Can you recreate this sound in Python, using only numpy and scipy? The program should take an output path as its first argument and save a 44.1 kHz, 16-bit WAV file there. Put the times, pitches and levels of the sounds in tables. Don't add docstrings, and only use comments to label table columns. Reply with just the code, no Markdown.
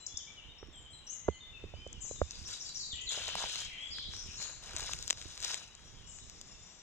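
import sys
import numpy as np
from scipy import signal
from scipy.fft import rfft, irfft, next_fast_len
from scipy.io import wavfile

SR = 44100
rng = np.random.default_rng(int(sys.argv[2]) if len(sys.argv) > 2 else 0)


def store_pcm(level_fs):
    pcm = np.round(np.clip(level_fs, -1, 1) * 32767).astype(np.int16)
    wavfile.write(sys.argv[1], SR, np.atleast_2d(pcm).T)


def undo_db(level):
    steps = np.asarray(level, float) / 20
    return 10 ** steps


N = 300762
PAD = next_fast_len(N + SR)
BINS_HZ = np.maximum(np.arange(PAD // 2 + 1) * SR / PAD, 1)

# time in seconds, level in dB.
GUSTS = [(0.0, -69), (0.42, -68.5), (0.7, -60.5), (1.05, -69), (1.71, -60), (2.11, -57.5), (2.55, -65.5),
         (3.3, -63), (3.76, -66), (4.05, -62.5), (4.67, -61.5), (4.82, -56.5), (5.17, -65.5), (5.58, -66),
         (5.98, -61), (6.82, -69)]
# frequency in Hz, density in dB per Hz.
RUMBLE_COLOUR = [(8.8, -42), (15, 1), (70, 0), (106, -4), (134, -7), (270, -19), (336, -18), (500, -21),
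                 (650, -57.5), (1100, -120)]
# frequency in Hz, density in dB per Hz.
WOOD_COLOUR = [(88, -41), (150, -3), (303, -9), (1120, -10), (1440, -11.5), (2210, -11), (3020, -10.5),
               (3660, -7.5), (4540, -19), (5630, -17), (7250, -19), (8810, -36), (11800, -39), (14300, -39),
               (15800, -59)]
# time in seconds, gain in dB.
CHORUS_GAIN = [
    (0, 7.5),
    (.6, -1),
    (1.4, -1),
    (1.8, 4.5),
    (2.3, 15.5),
    (3.8, 4.5),
    (5.0, 14),
    (5.9, 6.5),
    (6.4, 13.5),
    (6.82, 10),
]
# start in seconds, length in seconds, start pitch in Hz,
# end pitch in Hz, peak in dB.
WARBLER_HOLDS = [(0.268, 0.023, 2290, 2310, -56), (0.725, 0.054, 3760, 3170, -55),
                 (.772, 0.04, 3200, 3057, -55.5), (0.855, 0.06, 3040, 3250, -57.5),
                 (.42, 0.048, 2770, 3130, -61), (.24, 0.047, 2980, 3330, -64),
                 (1.11, 0.37, 2012, 2052, -69.5), (1.31, 0.058, 3410, 2980, -57),
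                 (1.4, 0.069, 3660, 3576, -51.5), (1.725, 0.15, 2904, 3091, -55.5),
                 (1.75, 0.11, 2340, 2440, -63.5), (2.075, 0.071, 3870, 4080, -61.5),
                 (2.15, 0.051, 3920, 3620, -54), (2.92, 0.17, 1858, 2023, -59.5),
                 (3.68, 0.079, 2600, 2013, -53.5), (3.77, 0.11, 3042, 3363, -45),
                 (5.62, 0.11, 4050, 3860, -67), (5.74, 0.14, 3200, 3285, -67.5),
                 (6.42, 0.28, 3550, 3580, -74.5), (1.95, 0.05, 3010, 2810, -60)]
WARBLER_SLIDES = [(0, 0.052, 4034, 3990, -58.5), (0, 0.048, 2873, 2950, -64),
                  (0.083, 0.085, 3380, 3564, -52), (0.15, 0.066, 3780, 2890, -54),
                  (0.36, 0.051, 3074, 2605, -53), (0.487, 0.042, 3673, 3670, -55),
                  (0.93, 0.036, 4090, 3710, -56.5), (1.0, 0.17, 2870, 2934, -64),
                  (1.31, 0.046, 4420, 4200, -65.5), (1.527, 0.053, 2720, 2475, -54),
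                  (1.88, 0.05, 3500, 2860, -58.5), (2.265, 0.06, 2510, 2756, -60),
                  (3.6, 0.043, 3270, 3100, -45.5), (6.0, 0.14, 2850, 3040, -64.5),
                  (6.5, 0.063, 2780, 2650, -68.5), (6.63, 0.098, 2720, 2740, -72.5),
                  (6.05, 0.15, 5320, 5390, -66)]
# start in seconds, length in seconds, start pitch in Hz,
# end pitch in Hz, peak in dB.
CROWN_CALLS = [(0.0, 0.054, 7450, 7200, -56.5), (0.58, 0.041, 5390, 5790, -61), (.76, .04, 8400, 8500, -78),
               (.91, 0.056, 8430, 9160, -77), (.96, 0.037, 9000, 8800, -81), (3.8, 0.16, 7630, 6950, -63),
               (1.064, 0.05, 5850, 6780, -52), (1.068, 0.055, 5350, 6630, -50.5),
               (1.03, .07, 7500, 7570, -72), (1.3, 0.06, 8450, 8000, -81), (4.235, 0.025, 7500, 7400, -62),
               (6.06, 0.048, 5700, 6500, -66), (6.74, .075, 6050, 5760, -68), (1.3, 0.052, 7200, 7340, -74),
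               (1.345, 0.043, 7150, 6380, -65), (1.75, 0.062, 4820, 5160, -69),
               (2.008, 0.05, 7350, 6730, -50), (2.04, .035, 6700, 5900, -52),
               (5.83, 0.086, 7200, 7180, -68.5), (5.84, 0.072, 5720, 5900, -66.5),
               (6.06, 0.044, 7100, 7760, -60.5), (6.3, 0.072, 5630, 5300, -68),
               (6.46, 0.14, 5400, 5400, -64), (6.63, 0.1, 5820, 5720, -64.5), (6.44, 0.24, 7200, 7170, -64),
               (6.62, 0.19, 7200, 7550, -67)]
# start in seconds, length in seconds, top pitch in Hz, peak in dB.
ARCHED_CALLS = [
    (0.718, 0.12, 7580, -63.5),
    (0.888, 0.112, 7660, -65.5),
    (1.1, 0.055, 7720, -60),
]
# start in seconds, peak in dB.
ALARM_CHIPS = [
    (0.064, -39),
    (0.1706, -41.5),
]
# time in seconds,
# signed size, knock in Hz, boom against the knock in dB.
FINGER_KNOCKS = [(0.629, -0.017, 413, -7.5), (0.686, .006, 295, 1), (1.283, 0.1, 630, -9),
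                 (1.2868, -0.26, 432, -18), (1.6405, -0.028, 403, -6.5), (1.7391, 0.019, 607, 0),
                 (1.866, 0.027, 520, -9), (.14, .002, 198, 11.5), (1.945, .002, 199, 11),
                 (1.977, .003, 195, 11.5), (2.04, .002, 199, 12), (2.415, .002, 200, 15),
                 (4.287, .003, 197, 10.5), (2.112, 0.036, 510, -15), (2.2167, -0.23, 560, -9.5),
                 (2.388, .002, 200, 13.5), (2.931, .003, 194, 13), (3.354, 0.08, 950, -21),
                 (3.44, 0.068, 860, -21.5), (4.088, .004, 190, 10), (4.744, 0.0098, 338, -0.5),
                 (5.256, 0.0082, 317, 1)]
# time in
# seconds, pitch in Hz, peak in dB.
HOLLOW_POPS = [(3.108, 1510, -41), (3.176, 610, -34.5), (3.223, 1900, -44), (3.265, 1310, -44),
               (3.281, 800, -35.5), (3.291, 1600, -38), (3.311, 1100, -44), (3.382, 800, -41),
               (3.398, 1500, -33), (3.407, 1000, -35), (3.424, 1150, -29.5), (3.496, 1510, -42),
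               (3.985, 1450, -41), (4.137, 1600, -37), (4.712, 1500, -38), (4.735, 1400, -38),
               (4.784, 1200, -41), (4.797, 1300, -34.5), (4.845, 1000, -41), (4.894, 1100, -30.5),
               (4.965, 1800, -44), (5.215, 1730, -43), (5.506, 1800, -29.5), (5.618, 1200, -47),
               (2.05, 740, -49), (1.267, 1000, -55), (3.354, 7400, -23), (.629, 1500, -43),
               (.631, 890, -44), (1.286, 3020, -40), (3.198, 1800, -39), (5.1068, 1630, -32),
               (5.1069, 3300, -25), (3.754, 5200, -52)]
# time in seconds, low body in dB, crack in dB.
TWIG_BREAKS = [(1.8758, -67, -54), (1.9295, -60, -42), (2.3091, -51, -38), (3.4965, -42, -42),
               (3.9846, -44, -50), (4.7648, -39, -31), (4.9887, -50, -41), (5.1068, -27, -22),
               (5.1738, -51, -50), (5.215, -43, -46), (5.5435, -35, -31), (0.6727, -68, -63),
               (5.6784, -68, -54), (5.751, -60, -47), (6.1872, -54, -56), (4.7715, -48, -41),
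               (4.7845, -50, -42), (4.806, -48, -42), (4.828, -52, -44), (4.9145, -55, -44),
               (5.2245, -50, -47), (5.4165, -54, -43), (5.4452, -44, -35), (5.5155, -50, -38),
               (5.577, -50, -46), (3.121, -50, -41), (3.415, -52, -41), (3.486, -54, -44),
               (3.649, -56, -44), (4.31, -62, -52), (4.333, -60, -50), (5.0955, -52, -48)]
# time in seconds, low body in dB, crack in dB.
STALK_BREAKS = [(2.1614, -52, -62), (2.3185, -53, -46), (2.3871, -63, -52), (2.6923, -57, -44),
                (2.802, -58, -70), (3.1854, -43, -50), (3.2814, -44, -38), (3.3542, -41, -41),
                (3.5574, -39, -37), (4.1359, -48, -52), (4.1655, -50, -45), (4.4268, -53, -37),
                (4.734, -49, -47), (4.7961, -44, -43), (4.9345, -35, -32), (5.0263, -53, -38),
                (5.0749, -56, -45), (5.0787, -42, -34), (5.1018, -35, -29), (5.1286, -40, -38),
                (5.3767, -47, -44), (5.4034, -50, -41), (5.4271, -44, -38), (5.4474, -43, -31),
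                (6.2979, -54, -45), (6.4136, -50, -43)]
# low edge in Hz, high edge in Hz.
BREAK_BANDS_HZ = [(280, 4000), (4000, 7600), (8500, 15000)]
# start in seconds, length in seconds, pitch in Hz, warble depth in Hz, peak in dB.
BUZZY_NOTES = [(1.101, 0.034, 6530, 200, -44.5), (2.0, 0.11, 6850, 545, -47), (2.04, 0.12, 5450, 475, -65),
               (2.946, 0.098, 2834, 240, -54), (3.1, 0.54, 3430, 599, -49), (3.13, .06, 3000, 120, -56),
               (3.24, .07, 3080, 130, -54), (3.439, 0.051, 3150, 120, -54.5), (3.619, 0.24, 2600, 404, -55),
               (3.96, 0.086, 3605, 470, -47), (4.118, 0.11, 5580, 470, -49), (3.4, 0.12, 3600, 532, -58),
               (4.368, 0.084, 4194, 313, -50.5), (4.355, 0.11, 6850, 440, -47),
               (6.065, 0.13, 7120, 610, -56), (6.185, 0.056, 3800, 220, -62.5),
               (7.3, 0.27, 7150, 390, -61.5), (5.6, .04, 2800, 231.5, -59), (3.925, 0.084, 4600, 570, -52),
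               (4.3, .09, 5550, 150, -54), (4.27, 0.045, 2800, 324, -56), (5.95, 0.07, 3250, 160, -66)]
# start in seconds, hold in seconds, crackle in dB, low crunch in dB.
TREADS = [(2.317, 0.47, -75, -73.5), (2.49, 0.046, -63.5, -63), (3.122, 0.018, -59.5, -53.5),
          (3.157, 0.13, -65.5, -56.5), (3.277, .01, -61.5, -49.5), (3.383, 0.069, -61.5, -51.5),
          (3.477, 0.13, -61.5, -58.5), (3.7, 0.34, -80, -72), (4.108, 0.31, -73, -70),
          (4.403, 0.072, -68, -58), (4.632, 0.12, -70.5, -59.5), (4.754, 0.16, -63.5, -56.5),
          (4.957, 0.14, -70.5, -68.5), (5.179, 0.3, -71, -66.5), (5.436, 0.098, -61.5, -56.5),
          (5.54, 0.022, -65, -61.5), (5.734, 0.28, -83.5, -75)]
# frequency in Hz, density in dB per Hz.
CRACKLE_COLOUR = [(880, -33), (1500, -12), (2160, -20), (3570, -3), (3940, 1), (4300, -7), (5090, -4),
                  (7180, -5.5), (10700, -28.5), (12200, -37), (14900, -29), (15800, -56)]
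# frequency in Hz, density in dB per Hz.
CRUNCH_COLOUR = [(150, -50), (250, -22), (285, -21), (480, -1.5), (2160, -1.5), (2400, 0), (3120, -2.5),
                 (5280, -120)]
LEAF_EDGES_HZ = [100, 900, 1700, 3000, 4500, 6000, 7600, 16000]
# delay in seconds, length in seconds, start pitch in Hz,
# end pitch in Hz, relative level in dB.
SYLLABLE_PARTS = [
    (0, 0.026, 6620, 4900, 0),
    (0.023, 0.0136, 5400, 7200, 1),
    (0.039, .04, 7200, 7340, -10),
    (0.05, .03, 4600, 4550, -3),
    (0.083, 0.03035, 4300, 3830, -7.5),
]
# start in seconds, peak in dB.
HIGH_SYLLABLES = [
    (2.446, -46.5),
    (2.595, -41),
    (2.744, -39),
]
# start in seconds, top pitch in Hz, peak in dB.
LOW_SYLLABLES = [
    (2.9, 4275, -42),
    (3.06, 4565, -41.5),
    (3.205, 4530, -47),
    (3.347, 5200, -45.5),
]
# start in seconds, peak in dB.
FLICKS = [
    (2.854, -48),
    (2.919, -44),
    (3.01, -42),
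    (3.09, -39.5),
]
# start in seconds, length in seconds, start pitch in Hz, end pitch in Hz, peak in dB.
FLOURISH = [
    (2.346, 0.015, 5130, 4560, -47.5),
    (2.804, 0.083, 4790, 4590, -55),
    (2.819, 0.034, 4000, 3860, -46.5),
    (3.497, 0.074, 4280, 4250, -52),
    (3.905, 0.03, 4780, 4910, -42.5),
    (3.925, .02, 5140, 5360, -54),
    (3.926, 0.041, 4700, 3580, -47),
    (4.0, 0.1, 3360, 3880, -51.5),
]
# frequency in Hz, left over right in dB.
PORT_COLOUR = [(60, -8.5), (380, -2), (1140, -0.5), (2800, 6.5), (4970, -1), (7180, 16), (10400, 11.5),
               (13500, -7)]
# frequency in Hz, lead in radians.
PORT_LEAD = [(0, 0), (2840, 0.66), (3790, 2.5), (5940, 5), (6980, 8), (9560, 7), (11100, 10.5), (16000, 11)]


def rms_one(x):
    return x / np.sqrt(np.mean(x ** 2) + 1e-20)


def at_hz(points, hz):
    points_hz, values = np.transpose(points)
    return np.interp(np.log(hz), np.log(points_hz), values)


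def at_time(points):
    s, level_db = np.transpose(points)
    return np.interp(np.arange(N) / SR, s, level_db)


def coloured(x, spectrum):
    gain = undo_db(at_hz(spectrum, BINS_HZ))
    return rms_one(irfft(rfft(x, PAD) * gain, PAD)[..., :N])


def drift(rate_hz):
    r = np.exp(-2 * np.pi * rate_hz / SR)
    slow = signal.lfilter([1], [1, -2 * r, r * r], rng.standard_normal(N + SR))
    return rms_one(slow[SR:])


def ring(hz, t60_s):
    t = np.arange(int(t60_s * SR)) / SR
    return np.sin(2 * np.pi * hz * t) * undo_db(-60 * t / t60_s)


def swell(hz, t60_s):
    mode = ring(hz, t60_s)
    cycles = np.arange(len(mode)) * hz / SR
    return mode * np.minimum(cycles / 0.95, 1)


def add(out, sound, s):
    i = round(s * SR)
    out[..., i:i + sound.shape[-1]] += sound[..., :N - i]


def placed(x, pan_db=0, lag_s=0):
    late = np.interp(np.arange(N) - lag_s * SR, np.arange(N), x)
    return np.array([x * undo_db(pan_db / 2), late * undo_db(-pan_db / 2)])


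def trunks(x, t60_s, wet_db):
    t = np.arange(int(0.9 * SR)) / SR
    tail = rng.standard_normal((2, len(t))) * undo_db(-60 * t / t60_s) * (1 - np.exp(-t / 0.00065))
    tail = tail / np.sqrt(np.sum(tail ** 2, axis=1, keepdims=True))
    return undo_db(wet_db) * irfft(rfft(x, PAD) * rfft(tail, PAD), PAD)[:, :N]


def whistle(hz, level_db, edge):
    envelope = signal.windows.tukey(len(hz), np.clip(edge, 0, 1))
    return undo_db(level_db) * envelope * np.sin(2 * np.pi * np.cumsum(hz) / SR)


def bent(rows, rise_share, fall_share):
    notes = []
    for s, length_s, start_hz, end_hz, level_db in rows:
        share = rise_share if end_hz > start_hz else fall_share
        mid_hz = start_hz + share * (end_hz - start_hz)
        notes.append((s, length_s, start_hz, mid_hz, end_hz, level_db))
    return notes


def singer(notes, pan_db, lag_s, direct_db, t60_s, waver):
    out = np.zeros(N)
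    wobble = 1 + waver * drift(100)
    for s, length_s, start_hz, mid_hz, end_hz, level_db in notes:
        u = np.linspace(-0.5, 0.5, int(length_s * SR))
        hz = mid_hz + (end_hz - start_hz) * u + 2 * (start_hz + end_hz - 2 * mid_hz) * u ** 2
        hz = hz * wobble[round(s * SR):][:len(u)]
        add(out, whistle(hz, level_db + 3.0, edge=0.31), s)
    out = out * undo_db(2.94 * drift(64))
    return undo_db(direct_db) * placed(out, pan_db, lag_s) + trunks(out, t60_s, wet_db=0)


def wind():
    lumps_db = 2.5 * drift(10)
    both, own = rng.standard_normal(N), rng.standard_normal((2, N))
    return undo_db(at_time(GUSTS) + 5.5 + lumps_db) * coloured(both + 0.92 * own, RUMBLE_COLOUR)


def wood():
    both, own = rng.standard_normal(N), rng.standard_normal((2, N))
    level_db = -62.5 + 0.77 * drift(9.8)
    wash = undo_db(level_db) * coloured(both + 0.75 * own, WOOD_COLOUR)
    bird_band = signal.butter(3, [4500, 8500], "band", fs=SR, output="sos")
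    treble = signal.sosfiltfilt(bird_band, wash)
    return wash + treble * (undo_db(at_time(CHORUS_GAIN) + 0.5) - 1)


def warbler():
    notes = bent(WARBLER_HOLDS, 0.88, 0.88) + bent(WARBLER_SLIDES, 0.32, 0.32)
    return singer(notes, pan_db=-3, lag_s=-9e-5, direct_db=-4, t60_s=1.2, waver=0.005)


def crown_birds():
    notes = bent(CROWN_CALLS, 0.42, 0.42)
    for s, length_s, top_hz, level_db in ARCHED_CALLS:
        notes.append((s, length_s, top_hz * 0.95, top_hz, top_hz * 0.9, level_db))
    return singer(notes, pan_db=1, lag_s=0, direct_db=0, t60_s=0.6, waver=0.005)


def alarm_chips():
    rows = [(s, 0.008, 4500, 7300, level_db) for s, level_db in ALARM_CHIPS]
    return singer(bent(rows, 0.7, 0.7), pan_db=0, lag_s=0, direct_db=3, t60_s=0.6, waver=0.004)


def knocks():
    out = np.zeros((2, N))
    for s, size, hz, boom_db in FINGER_KNOCKS:
        knock = -2.3 * size * swell(hz, 5.8 / hz) * undo_db([[-5], [0]])
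        tick = 0.5 * size * min(abs(size) / 0.082, 1) * ring(2.21 * hz, 0.0051) * undo_db([[1], [0]])
        boom = -size * undo_db(boom_db) * ring(73.5, 0.1) * undo_db([[-7], [0]])
        grip = 0.11 * size * swell(174, 0.037) * undo_db([[-4], [0]])
        add(out, knock, s - 0.5 / hz)
        add(out, tick, s)
        add(out, boom, s + 0.0017)
        add(out, grip, s + 0.0044)
    out[0] = np.roll(out[0], -round(0.00013 * SR))
    soft_fingertip = signal.butter(2, 2200, fs=SR, output="sos")
    return signal.sosfilt(soft_fingertip, out)


def pops():
    out = np.zeros(N)
    for s, hz, level_db in HOLLOW_POPS:
        add(out, undo_db(level_db + 11.5) * swell(hz, 3.9 / hz), s)
    return placed(out) + trunks(out, t60_s=0.05, wet_db=-14)


def snaps(breaks, top_db):
    out = np.zeros(N)
    cracks = rng.standard_normal((len(breaks), 300))
    cracks[:, 2] += 6
    cracks *= np.exp(-np.arange(300) / (0.0008 * SR))
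    cracks = signal.lfilter([1, -0.85], [1], cracks)
    bands = []
    for edges_hz in BREAK_BANDS_HZ:
        band_pass = signal.cheby1(4, 1, edges_hz, "band", fs=SR, output="sos")
        bands.append(signal.sosfilt(band_pass, cracks))
    for k, (s, body_db, crack_db) in enumerate(breaks):
        for level_db, band in zip((body_db, crack_db, crack_db + top_db), bands):
            add(out, undo_db(level_db - 3.3) * rms_one(band[k]), s)
    return placed(out) + trunks(out, t60_s=0.016, wet_db=-17.5)


def buzzer():
    out = np.zeros(N)
    warble_hz = 130 + 45 * drift(60)
    warble = np.sin(2 * np.pi * np.cumsum(warble_hz) / SR) + 0.412 * drift(186.7)
    for s, length_s, hz, depth_hz, level_db in BUZZY_NOTES:
        path_hz = hz + depth_hz * warble[round(s * SR):][:int(length_s * SR)]
        add(out, whistle(path_hz, level_db + 6.5, edge=0.35), s)
    return undo_db(-5) * placed(out) + trunks(out, t60_s=0.7, wet_db=0)


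def grains(per_s, spread_db):
    sizes = undo_db(spread_db * np.minimum(rng.exponential(1, N), 5)) * rng.choice([-1, 1], N)
    return sizes * (rng.random(N) < per_s * undo_db(5 * drift(25)) / SR)


def litter(per_s, spread_db, shared):
    out = shared * grains(per_s, spread_db)
    for edges_hz in zip(LEAF_EDGES_HZ, LEAF_EDGES_HZ[1:]):
        leaf_size = signal.butter(2, edges_hz, "band", fs=SR, output="sos")
        out = out + signal.sosfilt(leaf_size, grains(per_s, spread_db))
    return out


def leaves():
    s, hold_s, crackle_db, crunch_db = np.transpose(TREADS)[..., None]
    t = np.arange(N) / SR
    press_db = 493 * np.maximum(s - t, 0)
    settle_db = 124 * np.maximum(t - s - hold_s, 0)
    away_db = press_db + settle_db
    high = undo_db(np.max(crackle_db - away_db, axis=0))
    low = undo_db(np.max(crunch_db - away_db, axis=0))
    crackle = undo_db(19.0) * high * coloured(litter(1100, spread_db=4.0, shared=0.67), CRACKLE_COLOUR)
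    crunch = undo_db(3.5) * low * coloured(litter(650, spread_db=4.0, shared=0.51), CRUNCH_COLOUR)
    near = crackle + crunch
    return placed(near) + trunks(near, t60_s=0.063, wet_db=-5.5)


def finch():
    notes, answers = list(FLOURISH), []
    for s, level_db in HIGH_SYLLABLES:
        for delay_s, length_s, start_hz, end_hz, more_db in SYLLABLE_PARTS:
            notes.append((s + delay_s, length_s, start_hz, end_hz, level_db + more_db))
    for s, top_hz, level_db in LOW_SYLLABLES:
        notes.append((s, 0.047, top_hz, top_hz * 0.655, level_db))
        answers.append((s + 0.066, 0.0653, 2870, 3180, level_db - 5))
    for s, level_db in FLICKS:
        notes.append((s, 0.0126, 5900, 7200, level_db))
    song = bent(notes, rise_share=0.9, fall_share=0.56) + bent(answers, 0.622, 0.622)
    return singer(song, pan_db=-0.5, lag_s=0, direct_db=-5, t60_s=0.55, waver=0.02)


def scene():
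    air = wind() + wood()
    birds = warbler() + crown_birds() + alarm_chips() + buzzer() + finch()
    ground = pops() + snaps(TWIG_BREAKS, top_db=-37) + snaps(STALK_BREAKS, top_db=-21) + leaves()
    return air + birds + knocks() + ground


def top_cut(x):
    return signal.sosfilt(signal.butter(12, 16480, fs=SR, output="sos"), x)


def record(dry):
    power_ratio = undo_db(2 * at_hz(PORT_COLOUR, BINS_HZ))
    left = np.sqrt(2 * power_ratio / (1 + power_ratio))
    right = np.sqrt(2 / (1 + power_ratio))
    turn = np.exp(0.5j * np.interp(BINS_HZ, *np.transpose(PORT_LEAD)))
    ports = np.array([left * turn, right / turn])
    mix = irfft(rfft(dry, PAD) * ports, PAD)[:, :N]
    return top_cut(mix)


dry = scene()
out = record(dry)
store_pcm(out)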